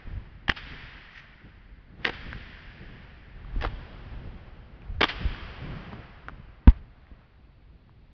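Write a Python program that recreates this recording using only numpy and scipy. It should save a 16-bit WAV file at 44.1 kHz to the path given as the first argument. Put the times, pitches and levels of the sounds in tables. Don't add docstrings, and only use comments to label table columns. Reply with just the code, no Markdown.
import sys
import numpy as np
from scipy import signal
from scipy.fft import rfft, irfft, next_fast_len
from scipy.io import wavfile
from scipy.ndimage import uniform_filter1d, minimum_filter1d, map_coordinates

SR = 44100
rng = np.random.default_rng(int(sys.argv[2]) if len(sys.argv) > 2 else 0)


def int16_out(signal):
    q = np.round(np.clip(np.atleast_2d(signal).T, -1, 1) * 32767)
    wavfile.write(sys.argv[1], SR, q.astype(np.int16))


N = 358516
TIME = np.arange(N) / SR

# [start t/s, length t/s, loose clack level/dB, loose knock level/dB, knock brightness dB per octave,
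#  knock pitch f/Hz, its boost/dB, clack pitch f/Hz, its boost/dB, far-wall echo level/dB]
LANDINGS = [(0.477, .05, -33, -40, 3.5, 800, 8, 3040, 9, -38),
            (2.045, 0.055, -21.5, -22.5, -2.5, 480, 6.5, 1900, 3.5, -43.5),
            (3.605, .075, -30.5, -30, 0, 470, 2, 1900, 4.5, -58),
            (4.998, .06, -16.5, -19.5, -.5, 1180, 5, 3400, 6, -29.5),
            (6.677, .04, -37.5, -37, 2.5, 903, 9, 2004, 4, -65)]
# [t/s, clack level/dB, knock level/dB, length t/s]
STROKES = [(0.4805, -17, -22.5, 0.0018), (0.4931, -14.5, -16.5, 0.0018), (0.497, -6.5, -18, .0006),
           (0.5163, -24.5, -25, 0.0015), (2.046, -19, -25.5, 0.0017), (2.0513, -8, -22, 0.0008),
           (2.067, -23, -24.5, 0.0016), (2.093, -27, -23, 0.0022), (3.61, -27.5, -35, 0.0016),
           (3.622, -24, -27, 0.0016), (3.639, -25.5, -19.5, 0.0012), (3.648, -26, -15, 0.0023),
           (5.0067, -13, -12, 0.0025), (5.0126, -10.5, -8.5, 0.0016), (5.0302, -9, -11, .0016),
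           (5.0384, -9.5, -11, 0.0022), (6.6742, -25.5, -13, 0.00064), (6.677, -21, -13, 0.0007)]
# [f/Hz, level/dB]
CLACK_COLOUR = [(300, -33.5), (800, -13), (1300, -13), (1600, 2.5), (1900, -0.5), (2350, -4.5), (3050, -5),
                (3500, -8.5), (4100, -16), (4900, -13.5), (5600, -27), (6300, -35), (8000, -56)]
# [f/Hz, level/dB]
KNOCK_COLOUR = [(60, -15.5), (200, -10), (380, 0), (600, -6), (800, -1.5), (980, -5), (1170, -0.5),
                (1500, -10.5), (2500, -30), (6000, -58)]
BEADS_PER_S, BEAD_S, BEAD_SCATTER_DB = 140, 0.002, 2
BEAD_TAPER_DB = 5.5
WALL_DELAY_S = .085


def slaps(clack_trim_db=14, knock_trim_db=14, jitter=.3):
    out = np.zeros(N)
    for (start, span, loose_clack, loose_knock, bright, knock_hz, knock_boost_db,
         clack_hz, clack_boost_db, echo_db) in LANDINGS:
        clack_colour = spot(CLACK_COLOUR, clack_hz, clack_boost_db)
        knock_colour = spot(KNOCK_COLOUR, knock_hz, knock_boost_db, bright)
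        strokes = [row for row in STROKES if abs(row[0] - start) < .5]
        late, stray = rng.standard_normal((round(span * BEADS_PER_S) - 1, 2)).T
        age = (np.arange(1, len(late) + 1) + jitter * late) / BEADS_PER_S
        force_db = BEAD_SCATTER_DB * stray - BEAD_TAPER_DB * (2 * age / span - 1) ** 2
        loose = [(start + s, loose_clack + db, loose_knock + db, BEAD_S) for s, db in zip(age, force_db)]
        for s, clack, knock, length in strokes + loose:
            burst = contact(clack_trim_db + clack, knock_trim_db + knock, length, (clack_colour, knock_colour))
            add(out, s, burst)
        add(out, start + WALL_DELAY_S, amp(echo_db) * echo())
    return out


def contact(clack_db, knock_db, length, colours, spiky=0.44, rattle_db=-20, rattle_t60=0.069, snap_s=.0004):
    t = np.arange(SR // 8) / SR
    u, out = t / length, np.zeros(len(t))
    main_run = u * np.exp(1 - u)
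    after_rattle = amp(rattle_db - 60 * t / rattle_t60) * (1 - np.exp(-u))
    run = main_run + after_rattle
    for colour, db in zip(colours, (clack_db, knock_db)):
        beads = run * rng.standard_normal(len(t)) * np.exp(spiky * rng.standard_normal(len(t)))
        beads[np.argmax(run)] += np.linalg.norm(beads) * snap_s / length
        burst = ring(beads, colour)
        out += amp(db) * burst / np.linalg.norm(burst)
    return out


def spot(colour, pitch_hz, boost_db, bright=0, width_octaves=0.15):
    hz = np.geomspace(60, 8000, 160)
    octaves = np.log2(hz / pitch_hz)
    resonance_db = boost_db * np.exp(-(octaves / width_octaves) ** 2)
    return np.column_stack([hz, along(colour, hz) + bright * octaves + resonance_db])


# [f/Hz, level/dB]
HALL_CLACK_COLOUR = [(300, -26.5), (800, -8.5), (1200, -6), (1550, -0.5), (1950, -1.5), (2500, -2),
                     (3200, -1.5), (4000, -11.5), (4900, -11.5), (5700, -24), (6300, -44), (8000, -75.5)]
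WALL_SMEAR_S = .01


def echo():
    u = np.arange(SR // 4) / SR / WALL_SMEAR_S
    return u * np.exp(1 - u) * noise(HALL_CLACK_COLOUR, size=len(u))


# [t/s, clack level/dB, knock level/dB, build-up t/s, decay-time scale, strongest pitch f/Hz, its level/dB]
HALL_SENDS = [(-1.02, -42, -49.5, .07, 1.07, 1850, -48), (.498, -41.5, -55.5, .12, .82, 1850, -45),
              (2, -46, -55.5, 0.067, 1.43, 1800, -48.5), (3.5, -51, -49.5, 0.14, 1.37, 1400, -60),
              (5, -40.5, -46, 0.023, 1.05, 1180, -49.5)]
# [f/Hz, level/dB]
HALL_KNOCK_COLOUR = [(60, -8.5), (200, 2.5), (400, 1.5), (600, -0.5), (800, -2.5), (1150, -6.5),
                     (1600, -14), (3000, -30.5), (6000, -60)]
# [f/Hz, t60 t/s]
HALL_DECAY = [(100, 0.88), (400, 4.4), (1000, 4.46), (2000, 3.77), (3500, 2.77), (6000, 3.02)]


def hall(delay=.01, peak_octaves=0.83):
    out, t = np.zeros(N), np.arange(4 * SR) / SR
    for s, clack_db, knock_db, build, scale, peak_hz, peak_db in HALL_SENDS:
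        peak = [(peak_hz * 2 ** (k * peak_octaves), -20 * abs(k)) for k in range(-4, 5)]
        layers = ((clack_db, HALL_CLACK_COLOUR), (knock_db, HALL_KNOCK_COLOUR), (peak_db, peak))
        wash = sum(amp(db) * noise(colour, size=len(t)) for db, colour in layers)
        hz, age, bins = signal.stft(wash, SR, nperseg=512)
        t60 = scale * along(HALL_DECAY, hz)[:, None]
        tail = signal.istft(bins * amp(-60 * age / t60), SR, nperseg=512)[1][:len(t)]
        add(out, s + delay, tail * (1 - np.exp(-t / build)))
    return out


# [t/s, level/dB, pitch f/Hz]
TICKS = [(2.212, -30, 1750), (2.33, -20.5, 1590), (3.4479, -36, 1100), (4.82, -41, 2540),
         (5.347, -27.5, 1509), (5.9309, -26, 990), (6.2845, -18, 1330), (6.295, -28.5, 1200),
         (7.069, -45.5, 1900), (7.8945, -46.5, 950)]
# [f/Hz, level/dB]
AIR_COLOUR = [(150, -19.5), (400, -2.5), (700, 4), (1200, 0.5), (1800, -0.5), (3200, -10), (4100, -15),
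              (5000, -22), (6300, -36), (8000, -67)]


def ticks(tone_db=-1, scrape_db=-16, t60=0.0094, scrape_t60=0.023, rise=0.000092):
    out, t = np.zeros(N), np.arange(SR // 10) / SR
    for s, db, hz in TICKS:
        tone = amp(tone_db - 60 * t / t60) * np.sin(2 * np.pi * hz * t)
        scrape_colour = spot(AIR_COLOUR, hz, boost_db=9, bright=-1.5, width_octaves=.45)
        scrape = amp(scrape_db - 60 * t / scrape_t60) * noise(scrape_colour, size=len(t))
        add(out, s, amp(db) * (tone + scrape) * (1 - np.exp(-t / rise)))
    return out


# [t/s, level/dB, starting pitch f/Hz, casing level/dB re bump, length t/s]
BUMPS = [(0.073, -32, 84, -5.5, 0.015), (0.493, -18, 71, -2.5, 0.0064), (3.562, -22.5, 66, -7.5, 0.035),
         (3.665, -24, 67, -26, 0.021), (5.2523, -17.5, 83, -29, 0.027), (6.6745, 0, 95.8, 1, .024),
         (7.115, -37, 83.7, -7, 0.029)]
# [f/Hz, level/dB, t60 t/s]
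CASING_MODES = [(156, -1, .04), (190, -5, .04), (228, -2, .04)]


def bumps(slowing=0.023, rise=0.001, sway_db=-15, sway_hz=64, sway_t60=0.15):
    out, t = np.zeros(N), np.arange(SR // 3) / SR
    for s, db, hz, casing_db, length in BUMPS:
        slowing_time = slowing * (1 - np.exp(-t / slowing))
        shove = np.exp(-(t / length) ** 2) * np.sin(2 * np.pi * hz * slowing_time)
        casing = sum(amp(casing_db + level - 60 * t / t60) * np.sin(2 * np.pi * f * t)
                     for f, level, t60 in CASING_MODES)
        sway = amp(sway_db - 60 * t / sway_t60) * np.sin(2 * np.pi * sway_hz * t)
        add(out, s, amp(db) * (shove + casing + sway) * (1 - np.exp(-t / rise)))
    return out


# [t/s, level/dB]
EFFORT = [(0.0, -50.5), (0.74, -48.5), (1.2, -54), (1.99, -52), (2.13, -48.5), (3.24, -48.5), (3.58, -42),
          (4.62, -48), (5.16, -44), (5.82, -46), (6.14, -50), (6.61, -51), (7.06, -53.5), (8.13, -53.5)]
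# [peak t/s, rumble level/dB, rub level/dB, length t/s]
TUGS = [(0.154, -34, -48.5, 0.099), (0.708, -43, -49.5, .1), (1.451, -63, -52.5, .05),
        (2.02, -47.5, -49, 0.13), (2.315, -39.5, -48, 0.15), (2.863, -50, -50.5, 0.17),
        (3.622, -35, -57, 0.19), (4.207, -37.5, -48.5, 0.17), (4.938, -32.5, -66, .08),
        (5.249, -33, -44.5, 0.091), (5.425, -38, -63.5, 0.11), (5.7, -39.5, -40, .13),
        (5.936, -41.5, -46, .09), (6.321, -47.5, -50.5, 0.075), (6.45, -45, -65, 0.091),
        (6.8, -39.5, -58, 0.045)]
# [f/Hz, level/dB]
RUMBLE_COLOUR = [(10, -14.5), (25, -3.5), (45, 1), (70, -3.5), (110, -12), (200, -29), (500, -73.5)]
# [f/Hz, level/dB]
RUB_COLOUR = [(50, -22), (110, 3), (160, -0.5), (230, -5.5), (320, -10.5), (500, -17.5), (1000, -37),
              (4000, -65)]


def clothing(rumble_db=-1, rub_db=2.0, steady_rumble_db=0, steady_rub_db=-9, lumpy_db=1.5, catch_db=2.0):
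    effort_db, = curves(EFFORT)
    rumble, rub = amp(effort_db + steady_rumble_db), amp(effort_db + steady_rub_db)
    for s, low_db, high_db, length in TUGS:
        pull = swell(s, length)
        rumble = np.hypot(rumble, amp(low_db) * pull)
        rub = np.hypot(rub, amp(high_db) * pull)
    low = rumble * amp(rumble_db + lumpy_db * wobble(22)) * noise(RUMBLE_COLOUR)
    high = rub * amp(rub_db + catch_db * wobble(45)) * noise(RUB_COLOUR)
    return low + high


RISE_SHARE = .8


def swell(s, length):
    u = (TIME - s) / length
    rise = np.exp(-(u / RISE_SHARE) ** 2)
    fall = 1 / np.cosh(np.clip(u * np.pi / 2, 0, 20))
    return np.where(u < 0, rise, fall)


# [peak t/s, level/dB, length t/s]
SWINGS = [(.13, -61, 0.2), (2.09, -55.5, .16), (3.006, -61, 0.25), (3.62, -54.5, 0.28), (4.195, -60, 0.57),
          (4.952, -60.5, .25), (5.779, -51, 0.38), (6.732, -58.5, .06), (7.1, -66.5, .35)]
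# [peak t/s, level/dB, length t/s]
RATTLE = (1.178, -45.5, .028)
# [f/Hz, level/dB]
CORD_COLOUR = [(500, -37), (1300, -12), (1900, 2.5), (2300, -3), (3200, -13), (5000, -20), (6300, -31),
               (8000, -68)]


def swish(still_db=-75, flutter_db=1.5, grain_db=3):
    swing_power = sum((amp(db) * swell(s, length)) ** 2 for s, db, length in SWINGS)
    rush = np.sqrt(amp(still_db) ** 2 + swing_power)
    air = rush * amp(flutter_db * wobble(40)) * noise(AIR_COLOUR)
    s, db, length = RATTLE
    rattle_gain = amp(db + grain_db * wobble(150)) * np.exp(-np.abs(TIME - s) / length)
    return air + rattle_gain * noise(CORD_COLOUR)


# [f/Hz, level/dB]
VENTILATION_COLOUR = [(120, -28), (200, -3), (295, -13.5), (393, -12), (474, -17), (540, -15), (641, -13),
                      (1050, -18), (2450, -18), (4670, -26), (6230, -49.5), (8100, -85.5), (13700, -120)]


def ventilation(level_db=-69):
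    return amp(level_db) * noise(VENTILATION_COLOUR)


def amp(db):
    return 10 ** (np.asarray(db) / 20)


def unit(x):
    return x / np.sqrt(np.mean(x ** 2) + 1e-20)


def along(points, hz):
    f, v = np.transpose(points)
    return np.interp(np.log(hz + 1), np.log(f + 1), v)


def curves(rows):
    s, *cols = np.transpose(rows)
    return [np.interp(TIME, s, c) for c in cols]


def wobble(rate):
    knots = rng.standard_normal(int(N * rate / SR) + 4)
    return map_coordinates(knots, [TIME * rate])


def add(track, s, sound):
    start = round(s * SR)
    part = sound[max(-start, 0):N - start]
    track[max(start, 0):][:len(part)] += part


def noise(spectrum, size=N):
    m = next_fast_len(size)
    gain = amp(along(spectrum, np.fft.rfftfreq(m, 1 / SR)))
    return unit(irfft(rfft(rng.standard_normal(m)) * gain, m)[:size])


def ring(x, spectrum, size=2048):
    cepstrum = irfft(np.log(amp(along(spectrum, np.fft.rfftfreq(size, 1 / SR)))))
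    cepstrum[1:size // 2] *= 2
    cepstrum[size // 2 + 1:] = 0
    return signal.fftconvolve(x, irfft(np.exp(rfft(cepstrum))))[:len(x)]


def scene():
    rope_and_hall = slaps() + hall() + ticks()
    at_microphone = bumps() + clothing() + swish()
    return (rope_and_hall + at_microphone + ventilation())[None]


LOOK_AHEAD_S = 0.0012
TOP_HZ = 6500


def record(dry):
    reach = round(LOOK_AHEAD_S * SR) * 2 + 1
    needed_gain = 1 / np.maximum(1, np.abs(dry) / .96)
    limited = dry * uniform_filter1d(minimum_filter1d(needed_gain, reach), reach)
    m = next_fast_len(N + SR // 2)
    lowpass = 1 / np.sqrt(1 + (np.fft.rfftfreq(m, 1 / SR) / TOP_HZ) ** 40)
    return irfft(rfft(limited, m) * lowpass, m)[..., :N]


dry = scene()
out = record(dry)
int16_out(out)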